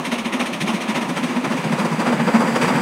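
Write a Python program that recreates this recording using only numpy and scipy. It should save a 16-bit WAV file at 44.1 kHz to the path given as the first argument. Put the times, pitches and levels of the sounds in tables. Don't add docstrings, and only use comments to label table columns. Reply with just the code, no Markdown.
import sys
import numpy as np
from scipy import signal
from scipy.fft import rfft, irfft
from scipy.io import wavfile
from scipy.ndimage import uniform_filter1d, map_coordinates

SR = 44100
rng = np.random.default_rng(int(sys.argv[2]) if len(sys.argv) > 2 else 0)


def dump_mix(stems):
    frames = np.atleast_2d(stems).T
    limited = np.clip(frames, -1, 1)
    pcm = np.round(limited * 32767).astype(np.int16)
    wavfile.write(sys.argv[1], SR, pcm)


N = 123921
T = np.arange(N) / SR


def undb(db):
    return 10 ** (np.asarray(db) / 20)


def walk(rate_hz):
    step = max(int(SR / rate_hz), 2)
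    held = np.repeat(rng.standard_normal(N // step + 1), step)
    smooth = uniform_filter1d(uniform_filter1d(held, step), step)[:N]
    return smooth / smooth.std()


# [f/Hz, relative density/dB]
FACING_COLOUR = [(15, -65), (25, -46), (123, -24), (148, -12), (210, -2), (268, -1.5), (299, -11),
                 (351, -9.5), (424, -18.5), (555, -14), (809, -18), (977, -15), (1550, -22), (1770, -17),
                 (2440, -15.5), (4800, -28.5), (6450, -26.5), (7380, -30), (9160, -30), (14100, -49),
                 (15700, -53)]
AWAY_COLOUR = [(15, -76), (25, -53), (59, -39), (91, -28), (144, -5), (228, 2), (247, -1), (299, -12.5),
               (324, -9.5), (413, -16.5), (460, -10.5), (670, -16.5), (926, -14.5), (1250, -17),
               (2250, -20.5), (3970, -34.5), (4800, -33.5), (5340, -42.5), (8000, -39), (11700, -50),
               (15700, -56)]
# [f/Hz, width/Hz, level/dB]
FACING_RESONANCES = [(963, 31, 4.5), (1560, 74, -3), (3700, 500, 1), (4600, 500, -3), (7400, 580, -11),
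                     (13800, 2000, 2)]
AWAY_RESONANCES = [(955, 140, 3), (4780, 330, 5.5), (4330, 300, -6), (5800, 600, 6), (3100, 300, -2.5),
                   (3850, 200, -3), (7900, 250, 5), (7200, 600, -2), (10600, 800, 2.5), (11900, 1200, -4),
                   (545, 50, 1.5)]
BAND_EDGES_HZ = (0, 310, 1500, 4500, 22050)
TURN_START_S, TURN_END_S = 0.72, 2.43


def coloured(x, band, peak_share=1):
    f = np.maximum(np.fft.rfftfreq(N, 1 / SR), 1)
    lo, hi = BAND_EDGES_HZ[band], BAND_EDGES_HZ[band + 1]
    gate = np.sqrt(1 / (1 + (f / hi) ** 16) / (1 + (lo / f) ** 16))
    spectrum = rfft(x) * gate
    views = []
    for colour, peaks in ((FACING_COLOUR, FACING_RESONANCES), (AWAY_COLOUR, AWAY_RESONANCES)):
        curve = np.array(colour)
        db = np.interp(np.log(f), np.log(curve[:, 0]), curve[:, 1])
        for peak_hz, width_hz, peak_db in peaks:
            db = db + peak_share * peak_db / (1 + (2 * (f - peak_hz) / width_hz) ** 2)
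        view = irfft(spectrum * undb(db), N)
        views.append(view / view.std())
    turn = np.clip((T - TURN_START_S) / (TURN_END_S - TURN_START_S), 0, 1)
    return (1 - turn) * views[0] + turn * views[1]


def puff(peak_s, rise_s, hold_s, fall_s, blunt):
    span = slice(max(int((peak_s - .06) * SR), 0), min(int((peak_s + .16) * SR), N))
    t = T[span] - peak_s
    swell = np.sin(np.pi / 2 * np.clip(1 + (t + hold_s / 2) / rise_s, 0, 1)) ** blunt
    decay = np.exp(-np.maximum(t - hold_s / 2, 0) / fall_s)
    return span, t, swell * decay


CRACKLE_RATE_HZ, CRACKLE_SPREAD_DB = 3000, 2.2


def steam(crackle_share):
    hits = (rng.random(N) < CRACKLE_RATE_HZ / SR) * rng.standard_normal(N)
    hits = hits * undb(CRACKLE_SPREAD_DB * rng.exponential(size=N))
    share = np.clip(crackle_share, 0, 1)
    return np.sqrt(1 - share) * rng.standard_normal(N) + np.sqrt(share) * hits / hits.std()


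PATCH_DB, PATCH_HZ, PATCH_S = 1.0, 250, .02


def ragged(x):
    _, _, z = signal.stft(x, nperseg=256)
    cell = np.array([PATCH_HZ * 256 / SR, PATCH_S * SR / 128])
    grid = np.indices(z.shape) / np.maximum(cell, 1)[:, None, None]
    field = map_coordinates(rng.standard_normal(z.shape), grid, order=1)
    gain = undb(PATCH_DB * field / field.std())
    y = signal.istft(z * gain, nperseg=256)[1][:N]
    return y / y.std()


# [peak t/s, lead-in/ms and tail/ms before scaling by JET_RISE and JET_FALL,
#  roar level/dB, hiss level/dB, sizzle level/dB,
#  ring lag/ms, ring f/Hz, ring level/dB, thump lag/ms, thump f/Hz, thump level/dB]
EXHAUST_BEATS = [(-0.004, 5.0, 11, -25.5, -29.5, -51, 14, 220, -29.5, 12, 162, -30),
                 (0.065, 16, 20.0, -29.5, -26.5, -35.5, 1, 231.0, -29, 20, 166.0, -32),
                 (0.13, 12, 29, -24.5, -25, -35, -3, 239, -20.5, -6.5, 176, -40),
                 (0.19, 6.7, 22, -30, -27, -37, 0.5, 224.4, -22.5, 3.5, 176, -46),
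                 (0.264, 14, 22, -30, -27, -39, 3.5, 229, -20.5, 12.5, 167, -45),
                 (0.338, 11, 28, -25.5, -25.5, -36, 16.0, 234.0, -21, 27, 176, -45),
                 (0.41, 12.0, 27, -22.6, -24, -34.5, 3.5, 232.2, -18, 20.5, 166.4, -35),
                 (0.468, 8.4, 20, -42, -26.5, -35.5, 35.5, 240.6, -29.7, -7.5, 179, -38),
                 (0.54, 9.6, 18, -38, -27, -36, 31.5, 233.4, -28, 7, 173, -33.6),
                 (0.621, 13, 15, -30, -24.5, -33, 21.5, 214.5, -22.5, -1.5, 171, -25),
                 (0.694, 23, 25, -22.5, -26, -35, 8.0, 228.7, -19, -24.5, 162, -33.2),
                 (0.75, 13, 23, -31.5, -28, -36.5, -3.0, 219, -22.5, 3.0, 177, -22.5),
                 (0.821, 13.0, 20, -28, -28.5, -37, 19.5, 235.4, -32, 9.5, 176.0, -33.3),
                 (0.899, 17, 22, -26, -25.5, -36.5, -1.5, 223.0, -16.9, -2.5, 182, -28),
                 (0.967, 16, 23, -22.5, -24, -35, 16.5, 251.8, -21, -16, 165, -32.5),
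                 (1.025, 12.0, 22, -24.5, -29.5, -38, 1.0, 235.8, -24.5, 25, 181, -30),
                 (1.099, 9.1, 16, -27.1, -31, -38, 4.5, 240, -25, 2.5, 159, -23),
                 (1.178, 15, 19, -25.5, -27.5, -37, 19, 232.6, -24.5, -11.5, 163, -28.5),
                 (1.242, 10, 33, -27.5, -27, -37, 0.5, 241, -17.5, 3, 173.3, -23),
                 (1.302, 10, 36, -27, -30, -41.5, 7.0, 250.6, -21, 22, 168.5, -28),
                 (1.371, 10, 16, -27, -30.5, -41.5, 7.5, 240.3, -19, -8.5, 175, -29),
                 (1.452, 8.6, 19, -22, -27.7, -38, -6.5, 257.6, -21.5, 23.5, 154, -29),
                 (1.526, 23, 19, -23, -29.5, -38.5, -12.5, 233.5, -19, 16, 175, -27),
                 (1.579, 11.0, 21, -25, -31.5, -39.5, -25.0, 252, -23, 14.0, 158.5, -26.5),
                 (1.646, 4.7, 25, -25, -33.5, -41, 16, 206.4, -22.5, 16.5, 172.6, -21.5),
                 (1.727, 6, 16, -21, -28, -36.5, -9.0, 231.3, -16.5, 6, 170.6, -21),
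                 (1.801, 18.0, 29, -22.5, -27, -36.7, 13.5, 231.4, -25, -1.0, 173, -20.5),
                 (1.857, 7.2, 15, -23, -30.5, -37.5, -8, 219.5, -20.5, -4, 181, -24.5),
                 (1.929, 12.0, 14, -26, -33, -41, -6.5, 244, -26, 0.0, 158, -19),
                 (2.007, 12, 21, -21, -28.5, -37.4, -10.0, 217.4, -20.5, -12, 175.6, -22),
                 (2.077, 16.0, 25, -19, -27, -36.9, 9, 243.4, -16, 13, 155, -32),
                 (2.132, 4.6, 17.3, -20.5, -30, -39, -6.0, 240, -21.2, 8.0, 171, -22.5),
                 (2.206, 8.5, 16, -23.7, -27, -44, 1, 221.5, -19.2, -3, 170.7, -22),
                 (2.284, 11, 13, -18, -26, -39.5, 2.0, 227, -20, -8, 176.7, -19),
                 (2.357, 17.0, 20, -17.5, -25, -36, -3.0, 226.2, -11, 17.0, 173, -37),
                 (2.414, 17, 30, -18, -31, -38, -11, 235.5, -16, 9.5, 175, -30),
                 (2.481, 6.0, 21, -22, -29.5, -38.5, 8.5, 226.7, -20.5, 35, 177, -28),
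                 (2.564, 10, 10, -19, -23, -33.5, -9.0, 221.7, -23, 9, 165, -32),
                 (2.626, 11, 44, -20.5, -22, -33, 16.5, 233.3, -22, 12, 168, -21.5),
                 (2.688, 10, 26, -19.5, -25, -35.5, 25, 236, -21.5, 21, 162, -24),
                 (2.757, 6, 13.0, -24, -26, -39, 13.0, 220.4, -23.5, -4, 158.4, -18)]
JET_RISE, JET_FALL = 1.5, (1.5, 0.9, 1.06)
JET_HOLD_S, JET_BLUNT = 0.005, 1.15
CRACKLE_SHARE = (.04, .07, 0.04)
FLUTTER_DB, FLUTTER_RATE_HZ = -0.5, 90


def jets():
    out = np.zeros(N)
    flutter = undb(FLUTTER_DB * walk(FLUTTER_RATE_HZ))
    for k in range(3):
        power = np.zeros(N)
        for beat in EXHAUST_BEATS:
            rise_s = JET_RISE * beat[1] / 1000
            fall_s = JET_FALL[k] * beat[2] / 1000
            span, _, shape = puff(beat[0], rise_s, JET_HOLD_S, fall_s, JET_BLUNT)
            power[span] += (undb(beat[3 + k]) * shape) ** 2
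        noise = coloured(ragged(steam(CRACKLE_SHARE[k])), k + 1)
        out += np.sqrt(power) * flutter * noise
    return out


BOOM_RISE_S, BOOM_FALL_S = (0.017, 0.018), (0.016, 0.012)
BOOM_HOLD_S, BOOM_HOLD_S_PER_DB = 0.0051, .0006
BOOM_GLIDE_HZ_PER_S = (380, 96)
BOOM_WAVER_HZ, BOOM_WAVER_RATE_HZ = 12, 40
BOOM_AIR_DB, BOOM_AIR_RISE_S, BOOM_AIR_FALL_S = -11.5, 0.02, 0.025
BOOM_FLOOR_HZ = 122


def booms():
    tone, air_power = np.zeros(N), np.zeros(N)
    start_cycles = rng.random((len(EXHAUST_BEATS), 2))
    for k in range(2):
        waver_hz = BOOM_WAVER_HZ * walk(BOOM_WAVER_RATE_HZ)
        for beat, start in zip(EXHAUST_BEATS, start_cycles):
            lag_ms, hz, db = beat[6 + 3 * k:9 + 3 * k]
            hold_s = BOOM_HOLD_S + BOOM_HOLD_S_PER_DB * max(db + 25, 0)
            tone_s = beat[0] + lag_ms / 1000
            span, t, shape = puff(tone_s, BOOM_RISE_S[k], hold_s, BOOM_FALL_S[k], 2.44)
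            pitch_hz = hz + BOOM_GLIDE_HZ_PER_S[k] * np.clip(t, -.03, .03) + waver_hz[span]
            cycles = start[k] + np.cumsum(pitch_hz) / SR
            tone[span] += np.sqrt(2) * undb(db) * shape * np.sin(2 * np.pi * cycles)
            span, _, shape = puff(beat[0], BOOM_AIR_RISE_S, BOOM_HOLD_S, BOOM_AIR_FALL_S, 2)
            air_power[span] += (undb(db + BOOM_AIR_DB) * shape) ** 2
    boom = tone + np.sqrt(air_power) * coloured(rng.standard_normal(N), 0)
    floor = signal.butter(4, BOOM_FLOOR_HZ, "high", fs=SR, output="sos")
    return signal.sosfilt(floor, boom)


# [t/s, rumble level/dB, roar level/dB, hiss level/dB, sizzle level/dB]
WASH_LEVELS = [(0.0, -32, -31.5, -37, -45), (0.14, -30, -33, -37, -50), (0.28, -36, -31.5, -39, -50),
               (0.38, -33, -28.5, -38.5, -48.5), (0.63, -32.5, -30.5, -36, -48.5),
               (1.09, -31, -31, -35.5, -46.5), (1.51, -31.5, -30.5, -34.5, -44),
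               (1.88, -29, -27.5, -33.5, -43.5), (2.32, -26.5, -27.5, -31.5, -41),
               (2.56, -24, -27, -30, -40), (2.81, -23.5, -23, -29, -38.5)]
WASH_FLICKER_DB, WASH_FLICKER_RATE_HZ = (1.2, .6, .5, .5), 12.45
WASH_PEAK_SHARE = .45


def wash():
    rows = np.array(WASH_LEVELS)
    out = np.zeros(N)
    for k in range(4):
        level_db = np.interp(T, rows[:, 0], rows[:, 1 + k])
        flicker_db = WASH_FLICKER_DB[k] * walk(WASH_FLICKER_RATE_HZ)
        out += undb(level_db + flicker_db) * coloured(rng.standard_normal(N), k, WASH_PEAK_SHARE)
    return out


WIND_DB, WIND_HZ = -66, 60
WIND_GUST_DB, WIND_GUST_RATE_HZ = 4.5, 5


def wind():
    lowpass = signal.butter(2, WIND_HZ, fs=SR, output="sos")
    low = signal.sosfilt(lowpass, rng.standard_normal(N))
    return undb(WIND_DB + WIND_GUST_DB * walk(WIND_GUST_RATE_HZ)) * low / low.std()


MIC_HISS_DB, MIC_HISS_HZ = -61.5, 12500


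def mic_hiss():
    highpass = signal.butter(4, MIC_HISS_HZ, "high", fs=SR, output="sos")
    top = signal.sosfilt(highpass, rng.standard_normal(N))
    return undb(MIC_HISS_DB) * top / top.std()


def scene():
    return (jets() + booms() + wash() + wind() + mic_hiss())[None]


TOP_HZ = 15800


def record(dry):
    return signal.sosfilt(signal.ellip(12, .2, 90, TOP_HZ, fs=SR, output="sos"), dry)


dry = scene()
out = record(dry)
dump_mix(out)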